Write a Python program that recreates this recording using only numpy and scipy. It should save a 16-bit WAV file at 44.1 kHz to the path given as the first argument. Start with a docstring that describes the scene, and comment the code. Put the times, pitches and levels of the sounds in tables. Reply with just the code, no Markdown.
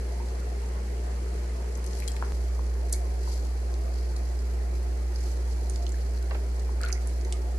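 """Heard first is the mains-pitched hum of air pumps in a fish shop, over gurgling filters and a faint watery hiss.
Harmonic series make the hum, shaped random spectra the wash, and rising resonances the bubbles and drips.
A splice joins two spots in the shop. Close by, thin plastic crackles and swishes as filtered noise bursts
and resonant hiss, and something knocks, thuds and drips lightly."""
import sys
import numpy as np
from scipy import signal
from scipy.fft import rfft, irfft
from scipy.io import wavfile
from scipy.ndimage import uniform_filter1d

SR = 44100
rng = np.random.default_rng(int(sys.argv[2]) if len(sys.argv) > 2 else 0)


def unload_wav(signal):
    """Save mono or channel-first audio to the path in sys.argv[1] as 16-bit WAV at rate SR, clipped to [-1, 1]."""
    wavfile.write(
        sys.argv[1],
        SR,
        np.round(np.clip(np.atleast_2d(signal).T, -1, 1) * 32767).astype(np.int16),
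    )


def convert_level_to_amplitude(level_db):
    """Map a level in decibels to its linear amplitude factor."""
    exponent = np.asarray(level_db, float) / 20
    return 10 ** exponent


N = 334278


def evened(x):
    """Normalization: scales a signal to an rms of 1."""
    return x / np.sqrt(np.mean(x ** 2) + 1e-20)


def read(points, hz):
    """Logarithmic pitch scale: interpolates a table along log frequency."""
    table_hz, value = np.transpose(points)
    return np.interp(np.log(hz + 1), np.log(table_hz + 1), value)


def panned(x, pan_db):
    """Interaural level difference: two channels, the left pan_db above the right."""
    return np.array([x * convert_level_to_amplitude(pan_db / 2), x * convert_level_to_amplitude(-pan_db / 2)])


def smooth_noise(width, passes=1):
    """Low-pass noise: a random signal averaged over width samples, at rms 1."""
    noise = rng.standard_normal(N)
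    for _ in range(passes):
        noise = uniform_filter1d(noise, width)
    return evened(noise)


def narrowed(x, hz, order):
    """Diffraction: long waves reach both ears alike, so the difference loses its bass."""
    highpass = signal.butter(order, hz, "highpass", fs=SR, output="sos")
    side = signal.sosfilt(highpass, (x[0] - x[1]) / 2)
    return x.mean(0) + np.array([side, -side])


# Reverberation time of the shop: (frequency [Hz], t60 [s])
SHOP_T60 = [(200, 0.18), (1000, 0.4), (4000, 0.21), (12000, 0.21)]


def shop(x):
    """Reverberation: sparse random-sign echoes, each band decaying at its own rate, independent in each ear."""
    taps = np.zeros((2, SR // 2))
    slots = np.arange(200, SR // 2 - 20, 20)
    at = slots + rng.integers(0, 20, (2, len(slots)))
    np.put_along_axis(taps, at, rng.choice([-1., 1.], at.shape), 1)
    hz, t, spectrum = signal.stft(taps, SR, nperseg=256)
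    decay = convert_level_to_amplitude(-60 * t / read(SHOP_T60, hz)[:, None])
    tail = signal.istft(spectrum * decay, SR, nperseg=256)[1]
    return signal.fftconvolve(x, tail / np.linalg.norm(tail[0]), axes=1)[:, :N]


MAINS_HZ = 59.98
WAVER_DB, WAVER_S = 0.2, 0.028  # rms of the hum's waver, and width of each average that smooths it
# Interaural difference of the hum, one row a spot: (left-right level [dB], lag of the left ear [rad])
HUM_SIDES = [(0, 0), (-.95, .11)]
# A moment when the hum is at its crest, one a spot: (time [s])
HUM_CRESTS = (2.3198, 2.3347)
# Slow level of the hum, one table a spot: (time [s], level [dB])
HUM_LEVEL = [
    [(0, -29.5), (1.0, -29.5), (1.45, -29), (1.7, -30), (1.95, -29.5), (2.3, -28.5)],
    [(2.35, -27), (2.74, -27), (3.59, -27.5), (4.0, -27.5), (5.35, -27.5), (5.63, -27), (6.6, -27.5),
     (6.75, -27), (7.58, -28)],
]
# Overtones of the pump: (multiple of mains [1], level re hum at first spot [dB], at second [dB],
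# lag of the left ear at first spot [rad], at second [rad])
PUMP_OVERTONES = [(2, -23, -33, 0, 0), (3, -36, -40, 0, 0), (4, -31, -35, .5, 1.), (8, -31, -46, 1.8, 1.),
                  (10, -35, -46, 1., 1.), (14, -33, -32, 1.6, 2.5), (21, -42, -45, 1.6, 1.6)]


def pumps(spot):
    """Harmonic series: a mains-driven diaphragm gives a clean fundamental with weak, wavering overtones."""
    t = np.arange(N) / SR
    phase = 2 * np.pi * MAINS_HZ * (t - HUM_CRESTS[spot])
    pan_db, lag = HUM_SIDES[spot]
    ears = np.array([[.5], [-.5]])
    out = np.cos(phase - lag * ears) * panned(1, pan_db)[:, None]
    for multiple, *row in PUMP_OVERTONES:
        db, lag = row[spot], row[2 + spot]
        strength = convert_level_to_amplitude(db + 0.33 * smooth_noise(6000))
        out += strength * np.cos(multiple * phase - lag * ears)
    waver = smooth_noise(round(WAVER_S * SR), passes=2)
    level_db = np.interp(t, *np.transpose(HUM_LEVEL[spot])) + WAVER_DB * waver
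    return np.sqrt(2) * convert_level_to_amplitude(level_db) * out  # sqrt(2) turns the rms level into a peak


# Spectrum of the wash of water and air, one table a spot: (frequency [Hz], relative density [dB per Hz])
WASH_SPECTRUM = [
    [(28, -19), (45, 3.5), (85, 3), (110, -10), (200, 2), (270, -9), (400, 4.5), (650, -10), (1200, -16),
     (1900, -13.5), (2900, -19.5), (4200, -25), (8000, -25.5), (13000, -31.5)],
    [(28, -21), (45, 4.5), (85, 2.5), (110, -4.5), (200, -2), (270, -7.5), (370, 3.5), (650, -8),
     (1200, -17.5), (1900, -15), (2900, -22), (4200, -26), (8000, -28), (13000, -30)],
]
# Overall level of the wash, one a spot: (rms level [dB])
WASH_LEVEL = [-42.5, -43]
# Interaural coherence of the wash: (frequency [Hz], left-right correlation [1])
WASH_COHERENCE = [(30, .6), (70, .85), (105, .95), (150, .996), (200, .95), (270, .76), (420, .55),
                  (600, .5), (1100, -.3), (1800, 0.), (12500, -.05)]


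def wash(spot):
    """Superposition: many far filters add up to random short-time spectra with drifting patches."""
    frames, hz = N // 512 + 5, np.fft.rfftfreq(2048, 1 / SR)
    a, b, c, d, patches = rng.standard_normal((frames, 1025, 5)).T
    patches = uniform_filter1d(patches, 20, 0)  # across frequency
    patches = evened(uniform_filter1d(patches, 5, 1))  # across time
    same = np.clip(read(WASH_COHERENCE, hz), -1, 1)[:, None]
    left, other = a + 1j * b, c + 1j * d
    spectra = np.array([left, same * left + np.sqrt(1 - same ** 2) * other])
    spectra *= convert_level_to_amplitude(read(WASH_SPECTRUM[spot], hz)[:, None] + 1.07 * patches)
    sound = signal.istft(spectra, nperseg=2048, noverlap=1536)[1][:, :N]
    return convert_level_to_amplitude(WASH_LEVEL[spot]) * evened(sound)


BUBBLES_DB = [-48.5, -50]  # rms level before the bass is narrowed, one a spot
BUBBLES_PER_S = 400  # mean rate over all sizes
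# Bubble sizes from the air stones: (pitch [Hz], relative level [dB])
BUBBLE_SIZES = [(200, -19), (330, 6.5), (390, 0.5), (470, -18.5), (650, 7), (900, -2.5), (1500, -9.5)]


def bubbles(count=32):
    """Bubble resonance: each bubble rings a few cycles, rising in pitch as it nears the surface."""
    out = np.zeros((2, N))
    for hz in np.geomspace(BUBBLE_SIZES[0][0], BUBBLE_SIZES[-1][0], count):
        cycles = np.arange(4000) * hz / SR
        envelope = np.exp(-cycles / 5) * (1 - np.exp(-cycles / 0.76))
        plop = np.sin(2 * np.pi * cycles * (1 + 0.0046 * cycles)) * envelope
        starts = rng.random(N) < BUBBLES_PER_S / count / SR
        strength = convert_level_to_amplitude(3 * np.minimum(rng.exponential(1, N), 4))  # 0 to 12 dB
        near = signal.oaconvolve(starts * strength, plop / np.linalg.norm(plop))[:N]
        near *= convert_level_to_amplitude(read(BUBBLE_SIZES, hz))
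        side = rng.choice([-1, 1])  # the tanks stand left and right
        out += panned(1, 2.25 * side)[:, None] * [near, np.roll(near, 20 * side)]  # dB; samples
    # the bubbles come from tanks all over the shop, so their echoes keep changing
    turn = 2 * np.pi * 3 * np.arange(N) / SR  # 3 Hz
    echoes = shop(out * np.cos(turn)) + shop(out * np.sin(turn))
    return evened(out + 2.0 * echoes)


def resonate(x, hz, width):
    """Resonance: a one-pole low-pass shifted up to hz, of near unit gain at its centre."""
    carrier = np.exp(2j * np.pi * hz * np.arange(len(x)) / SR)
    r = np.exp(-np.pi * width / SR)
    return 2 * (carrier * signal.lfilter([1 - r], [1, -r], x / carrier)).real


# Faint steady hiss of the air lines: level, left-right difference, lift of the upper bands
HISS_DB, HISS_PAN_DB, HISS_BRIGHT_DB = -59.5, -4.5, 1.4
SWELL_SHARE = 0.52  # part of a swish spent rising
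# Resonances of hiss and swishes: (frequency [Hz], bandwidth [Hz], relative level [dB])
SWISH_BANDS = [(4900, 1900, -5), (6000, 5340, 6), (10500, 2300, -1)]
# Soft swishes of plastic or cloth: (time of maximum [s], length [s], level [dB], left-right level [dB],
# lift of the upper bands [dB])
SWISH_STROKES = [(1.982, 0.39, -57.5, 1.2, 5.5), (2.34, 0.78, -53.5, -1.5, -3),
                 (3.32, 0.27, -41.5, 1, -6.5), (3.47, 0.2, -47, 2.2, -13), (4.02, 0.33, -41, 2, -28),
                 (4.257, 0.27, -53, 1, -6), (5.265, 0.36, -53.5, -5, 2.3), (5.62, 1, -57.5, -6, -0.5),
                 (6.1, 0.83, -55, -3, -7), (6.78, .25, -66, -2, -9), (7.11, .4, -55.5, -4, -5)]


def swish():
    """Friction noise: grainy hiss through broad high resonances, steady and in strokes of varied brightness."""
    t = np.arange(N) / SR
    grain = convert_level_to_amplitude(2.0 * smooth_noise(300))
    noise = rng.standard_normal((2, N))
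    bands = []
    for hz, width, db in SWISH_BANDS:
        ears = [resonate(resonate(ear, hz, width), hz, width) for ear in noise]
        bands.append(convert_level_to_amplitude(db) * np.array(ears))
    lower, upper = bands[0], sum(bands[1:])
    lower_power = panned(convert_level_to_amplitude(HISS_DB) * np.ones(N), HISS_PAN_DB) ** 2
    upper_power = lower_power * convert_level_to_amplitude(2 * HISS_BRIGHT_DB)
    for s, length, db, pan_db, bright_db in SWISH_STROKES:
        ends = [s - SWELL_SHARE * length, s, s + (1 - SWELL_SHARE) * length]
        power = panned(convert_level_to_amplitude(db) * np.interp(t, ends, [0, 1, 0]), pan_db) ** 2
        lower_power = lower_power + power
        upper_power = upper_power + power * convert_level_to_amplitude(2 * bright_db)
    return grain * (lower * np.sqrt(lower_power) + upper * np.sqrt(upper_power)) / np.std(upper)


DRIP_RISE_S, DRIP_CLIMB_PER_S = 0.00098, 2.6  # onset time; pitch gain as a fraction of the start, per second
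# Drips that ring clear: (time [s], level before onset and decay [dB], starting pitch [Hz], t60 [s],
# left-right level [dB])
DRIP_RINGS = [(0.2, -39.5, 895, 0.12, -3.5), (2.0825, -30, 3200, 0.03, 6.5), (2.941, -45, 2180, .09, 0),
              (6.838, -26.5, 1400, 0.06, 6)]


def drips():
    """Bubble resonance: each drip traps a bubble that rings and decays while its pitch climbs."""
    out, t = np.zeros((2, N)), np.arange(6000) / SR
    for s, db, hz, t60, pan_db in DRIP_RINGS:
        tone = np.sin(2 * np.pi * hz * t * (1 + DRIP_CLIMB_PER_S * t / 2))
        ring = tone * convert_level_to_amplitude(db - 60 * t / t60) * (1 - np.exp(-t / DRIP_RISE_S))
        out[:, round(s * SR):][:, :len(t)] += panned(ring, pan_db)
    return out


EAR_LAG = 2.2  # samples the far ear lags for each dB it is softer, up to 10 dB


def snaps(rows, t60, rise_s, first=2.3):
    """Impulsive excitation: bursts of uneven tiny cracks in one band, reaching the far ear later."""
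    out, t = np.zeros((2, N)), np.arange(6000) / SR
    for s, db, hz, octaves, pan_db in rows:
        uneven = convert_level_to_amplitude(0.5 * np.repeat(rng.standard_normal(len(t) // 30), 30))
        envelope = uneven * convert_level_to_amplitude(-60 * t / t60) * (1 - np.exp(-t / rise_s))
        cracks = rng.standard_normal((3, len(t))) * envelope
        cracks[2, round(3 * rise_s * SR)] += first  # one added crack near the onset
        edges = np.clip(hz * 2 ** np.array([-octaves / 2, octaves / 2]), 50, 20000)
        bandpass = signal.butter(3, edges, "bandpass", fs=SR, output="sos")
        ears = signal.sosfilt(bandpass, cracks[2] + .5 * cracks[:2])  # shared plus each ear's own
        early_rms = ears[:, :round(t60 * SR / 4)].std()
        ears *= panned(convert_level_to_amplitude(db), pan_db)[:, None] / (4 * early_rms)  # takes peaks as 4 times the rms
        for ear, softer_db in enumerate((-pan_db, pan_db)):
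            start = round(s * SR + EAR_LAG * np.clip(softer_db, 0, 10))
            part = out[ear, start:][:len(t)]
            part += ears[ear, :len(part)]
    return out


CRACKLE_T60_S = 0.016
FAINT_DB, FAINT_HZ, FAINT_OCTAVES = -46, 5500, 1.2  # centre of the faint crackles' levels and pitches; width
# Crackles of thin plastic: (time [s], nominal peak [dB], centre frequency [Hz], bandwidth [octaves])
PLASTIC_CRACKLES = [(1.7527, -32.5, 6460, 0.68), (1.774, -36.5, 11000, .5), (1.842, -33, 5570, 3.5),
                    (1.8633, -30.5, 7110, 1.2), (1.874, -35, 5500, .7), (1.9098, -36, 4910, 2.4),
                    (1.9313, -34, 4960, 1.2), (1.9887, -35, 7600, 0.95), (2.001, -30, 5400, 2.7),
                    (2.077, -24, 5730, 1.3), (2.0813, -24, 6000, 2.2), (2.0835, -39, 8500, 1.1),
                    (2.117, -30.5, 6240, 0.72), (2.164, -34.5, 7660, 1.4), (2.8955, -36, 6510, 1.7),
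                    (2.9254, -17, 7600, .9), (2.9278, -14, 8500, .75), (2.9305, -30, 6500, 1.5),
                    (2.9335, -28, 5500, 1.05), (2.936, -24, 5500, 1.2), (2.944, -30, 6000, 1.4),
                    (3.74, -33, 5600, 1.1), (4.164, -30.5, 6400, 1.2), (4.39, -36, 6000, .9),
                    (4.83, -43, 8800, 0.55), (5.205, -39, 6000, 0.8), (5.315, -41, 7000, .9),
                    (5.159, -30, 5260, 0.49), (5.669, -45, 4900, 1.1), (5.697, -27, 7650, 0.74),
                    (5.759, -31, 5070, 1.6), (5.8243, -38, 5500, 1.2), (5.865, -33, 4910, 1.2),
                    (5.8917, -33, 6640, 1.3), (5.92, -31, 7150, 0.48), (6.0124, -42, 4500, .7),
                    (6.148, -42, 5200, .8), (6.175, -40, 4500, .6), (6.2257, -36, 6230, 2.5),
                    (6.595, -38.5, 5230, 1.5), (6.814, -28.5, 7460, 2.8), (6.8332, -25.5, 4400, 1.3),
                    (6.8494, -33, 5740, 2.9), (6.8852, -31.5, 6500, 1.5), (6.919, -35, 7500, .7),
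                    (6.9262, -20.5, 5700, .5), (6.929, -29, 5200, .35), (6.927, -32, 9500, .5),
                    (7.0722, -32, 7990, 0.74), (7.2113, -39, 5570, 1.1), (7.2485, -31.5, 5730, 1.3),
                    (7.324, -23, 6700, 0.94), (7.329, -31, 5000, 1.8)]
# Direction of the handled plastic: (time [s], left-right level [dB])
HAND_SIDE = [(1.75, 7), (2.12, 7.5), (2.2, -0.1), (5.2, -2), (5.75, -9.5), (5.92, -4), (6.8, -7),
             (6.93, -11.5), (7.08, -15.5), (7.3, 0)]


def crackles(count=12):
    """Buckling of a thin sheet: listed crackles and faint random ones near them, from the side of the hand."""
    near, shift, size, colour = rng.random((count, 4)).T
    neighbour = (near * len(PLASTIC_CRACKLES)).astype(int)
    times = np.array(PLASTIC_CRACKLES)[neighbour, 0] + .3 * (shift - .5)
    levels = FAINT_DB + 6 * (size - .5)
    pitches = FAINT_HZ * 2 ** (0.38 * (colour - .5))
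    faint = [(s, db, hz, FAINT_OCTAVES) for s, db, hz in zip(times, levels, pitches)]
    rows = [(*row, np.interp(row[0], *np.transpose(HAND_SIDE))) for row in PLASTIC_CRACKLES + faint]
    return snaps(rows, CRACKLE_T60_S, rise_s=.0003)


KNOCK_T60_S = .031
FIRST_BLOW = 16  # height of a knock's opening blow, against unit-rms cracks before their envelope
# A short rattle of such knocks: start, length, mean level; lower band, ratio of the upper band, width, side
RATTLE_S, RATTLE_LENGTH_S, RATTLE_DB = 6.802, .112, -35
RATTLE_HZ, RATTLE_UPPER, RATTLE_OCTAVES, RATTLE_PAN_DB = 1470, 1.61, 0.58, 2
# Duller knocks: (time [s], nominal peak [dB], centre frequency [Hz], bandwidth [octaves],
# left-right level [dB])
SINGLE_KNOCKS = [(2.021, -31.5, 2180, 0.57, 2), (2.031, -36.5, 2280, .7, 6), (2.164, -32, 2630, 1, -1.5),
                 (2.223, -19.5, 845, 1.6, 2.5), (2.238, -33, 746, 2.1, 9), (2.59, -30.5, 980, 0.52, 3.5),
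                 (3.273, -29.5, 925, 0.55, -8), (5.865, -32.5, 3450, 0.57, -7),
                 (5.94, -38, 1680, 0.23, -1.5), (6.331, -34, 1200, 1.2, -6), (6.365, -42, 1700, 0.96, -2.5),
                 (6.69, -32, 800, 0.68, 6), (6.86, -33, 3800, 0.46, -2), (6.949, -35, 2020, 0.22, -3),
                 (6.961, -38, 2100, 0.28, -2), (6.974, -38, 2050, .3, -3), (7.25, -37, 1870, 0.3, -4),
                 (7.323, -28, 2820, 0.75, -5.5)]


def knocks(count=22):
    """Impact: one strong blow leads each decaying knock; an uneven rattle repeats it in two bands."""
    shift, size, colour, side = rng.random((count, 4)).T - .5
    order = np.arange(count)
    done = (order + .5 + 0.62 * shift) / count
    upper = np.where(order % 3 == 1, RATTLE_UPPER, 1)  # every third knock is in the upper band
    rattle = np.transpose([RATTLE_S + RATTLE_LENGTH_S * done,
                           RATTLE_DB + 5 * size,
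                           RATTLE_HZ * upper * 2 ** (0.46 * colour),
                           RATTLE_OCTAVES * np.ones(count),
                           RATTLE_PAN_DB + 8 * side])
    return snaps([*SINGLE_KNOCKS, *rattle], KNOCK_T60_S, rise_s=0.000645, first=FIRST_BLOW)


# Dull thuds: (time [s], reference level [dB], left-right level [dB], spectral tilt about 1 kHz [dB per octave])
THUD_BLOWS = [(6.3086, -28, -3, -0.5), (6.346, -29.5, -3, -1.5)]
# Parts of the struck body: (centre frequency [Hz], relative level [dB], t60 [s], rise time [s])
THUD_PARTS = [(602, -2, 0.065, 0.00411), (1205, -2.3, 0.039, 0.00174), (2120, -2, 0.05, 0.00079),
              (3800, -8, 0.017, 0.00035)]


def thuds():
    """Modal damping: every thud shakes the same body in bands of cracks, the highest dying first."""
    out = np.zeros((2, N))
    for hz, part_db, t60, rise_s in THUD_PARTS:
        rows = []
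        for s, db, pan_db, tilt_db in THUD_BLOWS:
            rows.append((s, db + part_db + tilt_db * np.log2(hz / 1000), hz, 0.9, pan_db))
        out += snaps(rows, t60, rise_s, first=0.5)
    return out


SPLICE_S, FADE_S = 2.3215, 0.012  # the second spot cuts in here; time of a full fade from zero


def spliced(first, second):
    """Amplitude gating: the first spot stops dead; the second starts at 5.5 % and fades up."""
    t = np.arange(N) / SR - SPLICE_S
    return np.where(t < 0, first, second * np.clip(t / FADE_S + 0.055, 0, 1))


MONO_BELOW_HZ = 175  # at the first spot the bass is the same in both ears
CRACKLE_ECHO_DB, KNOCK_ECHO_DB = -9, -9.5


def scene():
    """Superposition: two spots of hum, wash and bubbles, spliced, under the close sounds and their echo."""
    plops = narrowed(bubbles(), 350, order=3)
    first, second = (pumps(k) + wash(k) + convert_level_to_amplitude(BUBBLES_DB[k]) * plops for k in range(2))
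    background = spliced(narrowed(first, MONO_BELOW_HZ, order=6), second)
    sharp = crackles()
    dull = knocks() + thuds() + drips()
    echo = shop(convert_level_to_amplitude(CRACKLE_ECHO_DB) * sharp + convert_level_to_amplitude(KNOCK_ECHO_DB) * dull)
    return background + swish() + sharp + dull + echo


def roll_off(x):
    """The treble ends steeply here."""
    return signal.sosfilt(signal.butter(12, 13150, fs=SR, output="sos"), x)


# Response of the small microphones: (frequency [Hz], gain [dB])
MICROPHONE_RESPONSE = [(2300, 0), (2700, -2), (3850, -2.5), (4100, 3.5), (5500, 0.5), (11200, 0.5),
                       (12000, 1), (12700, -19), (14000, -38)]


def record(dry):
    """Frequency response: small microphones have a hollow below their treble peak and dull at the top."""
    gain = convert_level_to_amplitude(read(MICROPHONE_RESPONSE, np.fft.rfftfreq(N, 1 / SR)))
    mix = irfft(rfft(dry) * gain, N)
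    return roll_off(mix)


dry = scene()
out = record(dry)
unload_wav(out)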